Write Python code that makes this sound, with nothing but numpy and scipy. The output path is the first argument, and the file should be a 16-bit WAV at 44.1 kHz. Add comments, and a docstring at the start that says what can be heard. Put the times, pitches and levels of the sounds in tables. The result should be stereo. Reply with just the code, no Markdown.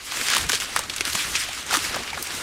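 """Hands bend an ear of corn off its stalk, close by in a garden.
A faint rustle, made of hiss and tiny crackles, swells as leaves and husks rub, and a first dense run of fibres
snaps: each snap is a burst of tiny breaks. The shaken stalk and moving air give a low rumble of filtered noise,
and puffs of noise ring as dull knocks. More snaps come near 0.8 and 1.1 s, at 1.35 s with a burst of
rustle, and in a cluster near 1.75 s. Rustle, knocks and mostly weaker snaps go on to the end."""
import sys
import numpy as np
from scipy import signal
from scipy.io import wavfile
from scipy.ndimage import uniform_filter1d

SR = 44100
rng = np.random.default_rng(int(sys.argv[2]) if len(sys.argv) > 2 else 0)


def elevation(decibels):
    """Turn decibel levels (scalar or array-like) into linear amplitude ratios."""
    levels = np.asarray(decibels, float)
    return 10 ** (levels / 20)


def pcm_store(signal):
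    """Save signal as 16-bit PCM."""
    levels = np.round(np.clip(np.atleast_2d(signal), -1, 1) * 32767)
    wavfile.write(sys.argv[1], SR, levels.astype(np.int16).T)


N = 107118  # length in samples, about 2.43 s


def evened(x):
    """Scales a sound to an rms of 1."""
    return x / np.sqrt(np.mean(x ** 2) + 1e-20)


def read(points, hz):
    """Reads a table of (frequency, value) between its points, on a log-frequency axis."""
    f, value = np.transpose(points)
    return np.interp(np.log(hz + 1), np.log(f + 1), value)


def kernel(points, size=4096):
    """Builds a filter with the gains of a table; it responds only after its input (minimum phase)."""
    db = np.maximum(read(points, np.fft.rfftfreq(size, 1 / SR)), -100)
    both_halves = np.r_[db, db[-2:0:-1]]
    log_gain = np.log(elevation(both_halves))
    phase = -signal.hilbert(log_gain).imag
    return np.fft.ifft(np.exp(log_gain + 1j * phase)).real[:size // 2]


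def colour(x, points):
    """Filters a sound by a table of gains."""
    return signal.oaconvolve(x, kernel(points))[:len(x)]


def resonate(x, hz, q):
    """Passes a sound through one resonance of gain 1; a larger q rings longer."""
    b, a = signal.iirpeak(hz, q, SR)
    return signal.lfilter(b, a, x)


def rumble():
    """The shaken stalk and moving air: low noise whose level rises and falls in lumps."""
    # strength of the rumble: (time [s], level [dB])
    rumble_level = [(0.0, -54), (0.38, -52.5), (0.4, -39), (0.46, -33.5), (0.51, -43), (0.55, -43),
                    (0.57, -50.5), (1.12, -47.5), (1.15, -38), (1.17, -58.5), (1.27, -45), (1.34, -45.5),
                    (1.66, -54), (1.7, -55), (1.73, -49), (1.85, -45), (1.99, -45), (2.06, -54),
                    (2.14, -44.5), (2.31, -55), (2.34, -45), (2.43, -55)]
    # colour of the rumble: (frequency [Hz], relative level [dB per Hz])
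    rumble_colour = [(12, -4), (20, -11), (65, 4), (140, -5), (170, -4.5), (220, -32), (370, -120)]
    s, db = np.transpose(rumble_level)
    low_noise = evened(colour(rng.standard_normal(N), rumble_colour))
    return elevation(np.interp(np.arange(N) / SR, s, db)) * low_noise


def knocks():
    """Dull knocks of the ear against stalk and hand: a short puff of noise rings a damped low resonance."""
    # each knock: (time [s], peak level [dB], resonance [Hz])
    knock_list = [(0.364, -40, 780), (0.399, -36, 353), (0.497, -33, 286), (0.529, -27.5, 383),
                  (0.759, -20.5, 840), (0.789, -46, 790), (0.895, -36.5, 350), (1.004, -26.5, 394),
                  (1.069, -35, 272), (1.145, -32, 194), (1.487, -29.5, 766), (1.726, -17.5, 800),
                  (1.769, -25, 305), (1.941, -30, 589), (1.963, -19, 665), (2.015, -33.5, 283),
                  (2.074, -37, 406), (2.128, -25.5, 820), (2.17, -29.5, 714), (2.267, -41.5, 320),
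                  (2.296, -42, 288), (2.339, -34.5, 274)]
    q, puff_t60_s, rise_s = 2.3, 0.022, 0.0036
    out, t = np.zeros(N + 4000), np.arange(4000) / SR
    for s, db, hz in knock_list:
        noise = rng.standard_normal(4000)
        puff = noise * np.minimum(t / rise_s, 1) * elevation(-60 * t / puff_t60_s)
        ring = resonate(resonate(puff, hz, q), hz, q)
        start = round(s * SR)
        out[start:][:4000] += elevation(db) * ring / abs(ring).max()
    return out[:N]


def crackles():
    """Tiny clicks of 16 pitches, a few of them large: each is a short fading noise through a resonance."""
    crackles_per_s, spread_db, clump_db, q = 3000, 5, 6.5, 1.3
    happens = rng.random(N) < crackles_per_s / SR
    size = happens * elevation(spread_db * np.minimum(rng.exponential(1, N), 3.8))
    kind = rng.integers(0, 16, N)
    out, t = np.zeros(N), np.arange(300) / SR
    for k, hz in enumerate(np.geomspace(14000, 500, 16)):
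        t60_s = 0.0017 + 0.00027 * k  # the lower the pitch, the longer the click
        grain = rng.standard_normal(300) * elevation(-60 * t / t60_s)
        click = resonate(grain / np.linalg.norm(grain), hz, q)
        out += signal.oaconvolve(size * (kind == k), click)[:N]
    # crackles come in clumps: a slow random swing of their level
    clumps = evened(uniform_filter1d(uniform_filter1d(rng.standard_normal(N), 500), 300))
    return evened(out * elevation(clump_db * clumps))


def rustle():
    """Rubbing leaves and husks: friction hiss and crackles, coloured by the leaf, in drifting patches."""
    # strength of the rubbing, the last two added to the first in their part of the spectrum:
    # (time [s], level [dB], extra level of the low part [dB], extra level of the treble [dB])
    rubbing = [(0, -39, 2, -7), (0.06, -35.5, 0, 4), (0.11, -30, -4, -6), (0.17, -28.5, 2, 2),
               (0.26, -25, -4, -1.5), (0.33, -20.5, -5.5, -7.5), (0.38, -24, 0, -5), (0.43, -28, 7.5, 1),
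               (0.475, -32.5, 2.5, -5.5), (0.51, -31.5, 5, -1), (0.535, -23, -6, -2), (0.57, -28, -4, -4),
               (0.595, -34, 3, -0.5), (0.63, -27.5, 1, 0.5), (0.67, -32.5, 1, -4.5), (0.74, -32, 3, -2.5),
               (0.78, -28.5, 4, -8), (0.82, -33, 4, -4.5), (0.875, -39, 9, -1.5), (0.92, -35.5, 6, -1.5),
               (0.97, -34, -1, -7), (1.001, -35, 7, 4), (1.031, -34.5, -2.5, -8), (1.07, -26.5, 0, 0),
               (1.12, -31, -2, 1), (1.159, -28, 4, 0.5), (1.2, -23, -6, -2), (1.26, -27, -2.5, -2.5),
               (1.327, -31.5, 4, 3), (1.355, -19, -14, -12), (1.38, -26.5, -5.5, -2),
               (1.41, -23.5, -9, -0.5), (1.46, -28.5, -6, -8), (1.5, -30.5, -1, -7.5),
               (1.56, -33.5, 0.5, 0), (1.6, -29.5, -2, -4), (1.645, -37.5, 4.5, -2.5),
               (1.7, -29.5, 0.5, -3.5), (1.731, -21, 4, -2), (1.75, -23.5, 5, 5), (1.78, -30, 4, 2.5),
               (1.805, -29, 2, -1), (1.85, -26.5, 1.5, 0), (1.92, -30.5, 6.5, -3.5), (1.97, -28.5, 9, -5.5),
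               (2.05, -34, 2.5, -3.5), (2.1, -30.5, 3, -7), (2.12, -35, 3, -8.5), (2.2, -34.5, 10, 3),
               (2.24, -36, 3.5, 5.5), (2.29, -31, 4, -5), (2.36, -32, 3.5, 3.5), (2.43, -32.5, 4, -2)]
    # colour of the leaf: (frequency [Hz], relative level [dB per Hz])
    leaf = [(88, -17), (150, -11.5), (271, -5.5), (583, -9), (847, -7), (1280, -2), (2130, -0.5),
            (8790, -6), (15300, -20), (16500, -44)]
    hiss_db, crackle_db = 1, -7.5  # against each other
    low_hz, treble_hz, patch_db = 1190, 6000, 1.5

    raw = elevation(hiss_db) * rng.standard_normal(N) + elevation(crackle_db) * crackles()
    hz, t, z = signal.stft(evened(colour(raw, leaf)), SR, nperseg=256, noverlap=192)
    s, level, low, treble = np.transpose(rubbing)
    # random level changes, smoothed over pitch and then over time
    patches = uniform_filter1d(rng.standard_normal(z.shape), 5, 0)
    patches = evened(uniform_filter1d(patches, 16, 1))
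    low_share = 1 / (1 + (hz / low_hz) ** 4)
    treble_share = 1 / (1 + (treble_hz / (hz + 1)) ** 4)
    db = np.interp(t, s, level) + patch_db * patches
    db += np.outer(low_share, np.interp(t, s, low))
    db += np.outer(treble_share, np.interp(t, s, treble))
    return signal.istft(z * elevation(db), SR, nperseg=256, noverlap=192)[1][:N]


def snaps():
    """Snapping fibres: a main break and a dying burst of smaller ones, as a crack and a ring of the husk."""
    # each snap: (time [s], peak level [dB], ring of the husk [Hz], ring against crack [dB],
    # time for the ring's breaks to fade by 60 dB [s], brightness of the crack [dB per octave])
    snap_list = [(0.1207, -11, 1220, -5, 0.014, -2.5), (0.171, -13, 2260, -4, 0.026, -2),
                 (0.2849, -4, 1920, -25, 0.021, -3.5), (0.302, -6, 1590.0, -9, 0.018, -1),
                 (0.312, -12.5, 2400, 5, 0.015, 7), (0.334, -5, 4850, -9, 0.015, -3),
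                 (0.3497, -1.5, 2900, -9, 0.012, -1.5), (0.3623, -6.5, 3400.0, -10, 0.015, -6),
                 (0.3668, -2.5, 1060, -1, 0.0087, 1), (0.3817, -5, 2970.0, -6, 0.022, 3),
                 (0.4114, -13.5, 3620.0, -3.0, 0.018, 4), (0.467, -17.5, 6000, -2, 0.013, -3),
                 (0.49, -9, 5250.0, -9, 0.022, -4), (0.4946, -4, 6100, -8, 0.039, -3.5),
                 (0.4987, -6, 1520, 4.5, 0.013, 10), (0.5186, -3.5, 3550, -13, 0.018, -1),
                 (0.5318, -3, 1640.0, -8.5, 0.021, -4), (0.5414, -12, 5430.0, -1.0, 0.019, -8),
                 (0.5484, -13.0, 3830.0, -8, 0.022, 2), (0.554, -7.5, 5740, -2.0, 0.034, -5),
                 (0.5633, -17, 5430.0, 2, 0.022, -6), (0.6015, -9.5, 2970.0, -10, 0.035, 0.1),
                 (0.6203, -13.5, 1630, 3.5, 0.013, 0.5), (0.632, -19, 5040, -6, 0.012, 5),
                 (0.7624, -3, 1610, 0.5, 0.015, 1.0), (0.7641, -7.5, 1770, -1, 0.028, -5),
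                 (0.772, -12.5, 2100, -5, 0.028, -5), (0.784, -19, 4820.0, 1, 0.022, -2.9),
                 (0.791, -7, 895, -3.5, 0.03, 2.6), (0.837, -17, 1400, -1, 0.025, -3),
                 (0.8973, -11, 3430, -4, 0.054, -4), (0.9627, -11.5, 7300, -1, 0.039, -3.5),
                 (0.9818, -16, 3480, 7, 0.014, 0.1), (1.008, -5.5, 2500, -5.5, 0.035, -3.5),
                 (1.0523, -9.5, 3730, -1.0, 0.017, -0.5), (1.0724, -18, 6630.0, 5, 0.016, 5),
                 (1.0787, -13, 1460.0, -10, 0.015, -9.5), (1.0994, -12.5, 1640.0, -21, 0.027, -2),
                 (1.1511, -8, 1190, -4.5, 0.018, -4), (1.1532, -7, 7140, -4, 0.031, -2),
                 (1.353, -6, 2460, -4, 0.043, -4), (1.3578, -9.5, 5500, 17, 0.033, 14),
                 (1.4877, -17.5, 3190.0, -4, 0.036, 1), (1.6642, -19.5, 6800, 3, 0.022, -6),
                 (1.7034, -20, 1460.0, 0.0, 0.017, -3), (1.7091, -10, 1410, 1.0, 0.036, -1.5),
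                 (1.7396, -6.5, 1450, 0, 0.064, -7.5), (1.7485, -6.5, 1400, 4, 0.056, -8),
                 (1.757, -11, 4740, 5, 0.016, -7), (1.7698, -4, 1430, -4.5, 0.02, 0),
                 (1.7911, -14, 2710.0, -12, 0.019, -5), (1.9603, -17.5, 1420.0, 2, 0.028, 5),
                 (2.0765, -18, 1860, -8, 0.016, -13), (2.103, -18.0, 3970, 4, 0.022, 2),
                 (2.1313, -21, 2110.0, 8, 0.03, 2), (2.144, -21, 2000, 12, 0.026, -2),
                 (2.1746, -21, 1320, 8, 0.041, -9), (2.2258, -8, 6100, -4, 0.02, 13.5),
                 (2.2711, -15, 5330, -7, 0.027, -1.7)]
    # colour of the crack before its brightness is added: (frequency [Hz], relative level [dB])
    crack_colour = [(30, -64), (200, -15), (800, -6), (2500, 6.5), (6000, 7.9), (10000, 3.5), (16000, -12)]
    ring_q, breaks_per_s, rise_s = 1.45, 5600, 0.000243
    tail_db, tail_t60_s = -34, 0.092  # faint noise after the breaks, set against their total strength
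    main_break = 1.6  # size against the small ones
    crack_share = 0.46  # the crack's breaks fade in this share of the ring's time

    out, t = np.zeros(N + 4000), np.arange(4000) / SR
    rise = (1 - np.exp(-t / rise_s)) ** 2
    for s, db, hz, ring_db, t60, bright_db in snap_list:
        sizes, tail_noise = rng.standard_normal((2, 4000))
        fade_db = -60 * t / max(t60, .003)
        breaks = rise * sizes * (rng.random(4000) < breaks_per_s / SR)
        breaks[round(rise_s * SR)] = main_break * np.sign(sizes[0])
        fading = breaks * elevation(fade_db)
        tail = rise * elevation(tail_db - 60 * t / tail_t60_s) * tail_noise * np.linalg.norm(fading)

        # the brightness tilts the colour around 4 kHz, and stays level below 1.5 kHz
        tilted = [(f, d + bright_db * np.log2(max(f, 1500) / 4000)) for f, d in crack_colour]
        crack_breaks = breaks * elevation(fade_db / crack_share) + tail
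        crack = signal.oaconvolve(crack_breaks, kernel(tilted, size=512))[:4000]
        ring = resonate(resonate(fading + tail, hz, ring_q), hz, ring_q)
        both = evened(crack) + elevation(ring_db) * evened(ring)
        start = round(s * SR)
        out[start:][:4000] += elevation(db) * both / abs(both).max()
    return out[:N]


def scene():
    """Near-mono sound leaning left in the bass; a scattered copy of it differs between the microphones."""
    # strength of the scattered copy before it is doubled and the width table is applied: (frequency [Hz], level
    # [dB])
    side_level = [(60, -23), (250, -13), (700, -14), (1500, -22.5), (2300, -22), (3200, -29.5), (4500, -30),
                  (5500, -11), (9000, -9.5), (10500, -16), (12500, -8.5), (16000, -15)]
    # lean to the left before the width table is applied: (frequency [Hz], left minus right [dB])
    tilt = [(60, .4), (130, 0), (300, 6), (600, 3.8), (1500, 1.5), (4000, 0.6), (15000, .1)]
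    # how wide the stereo is heard over time: (time [s], change of the low part [dB], change of the treble [dB])
    width = [(0, -1, -3), (.15, -3.5, -10), (.36, -4, -13), (.42, -6, -1), (.57, 4, -3), (.6, -2, -34),
             (.65, -2, -19), (.67, -6, 1), (.86, -5.5, -7), (.89, -3, -4), (1.03, -6, 3), (1.06, -17, -23),
             (1.14, 1, 4), (1.16, -12, 2), (1.2, -4, -7), (1.34, 3.5, -11), (1.38, 9, -1.5), (1.72, -4, -2),
             (1.75, -14, -13), (1.8, -11, -14), (1.83, -12, 1), (2.1, 6.5, 9.5), (2.2, 7, -3), (2.3, 1, -1),
             (2.43, -7, 4)]
    split_hz = 3000  # between the low part and the treble

    mid = rumble() + knocks() + rustle() + snaps()
    hz, t, z = signal.stft(mid, SR, nperseg=512, noverlap=384)
    s, low_db, treble_db = np.transpose(width)
    low_share = 1 / (1 + (hz / split_hz) ** 4)
    width_db = np.outer(low_share, np.interp(t, s, low_db))
    width_db += np.outer(1 - low_share, np.interp(t, s, treble_db))
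    # random phases scatter the copy
    phases = np.exp(2j * np.pi * rng.random(z.shape))
    scattered = 2 * elevation(read(side_level, hz))[:, None] * phases
    right_to_left = elevation(-read(tilt, hz))
    lean = (1 - right_to_left) / (1 + right_to_left)
    side_z = z * elevation(width_db) * (scattered + lean[:, None])
    side = signal.istft(side_z, SR, nperseg=512, noverlap=384)[1][:N]
    return np.array([mid + side, mid - side])


def top_cut(x):
    """Nothing passes above the cut-off."""
    return signal.sosfilt(signal.butter(12, 16990, fs=SR, output="sos"), x)


def record(dry):
    """The camera's band limit: a steep filter takes away the treble above about 16 kHz."""
    edge = signal.firwin(255, 16000, window=("kaiser", 8), fs=SR)
    limited = signal.oaconvolve(dry, edge[None], "same")
    return top_cut(limited)


dry = scene()
out = record(dry)
pcm_store(out)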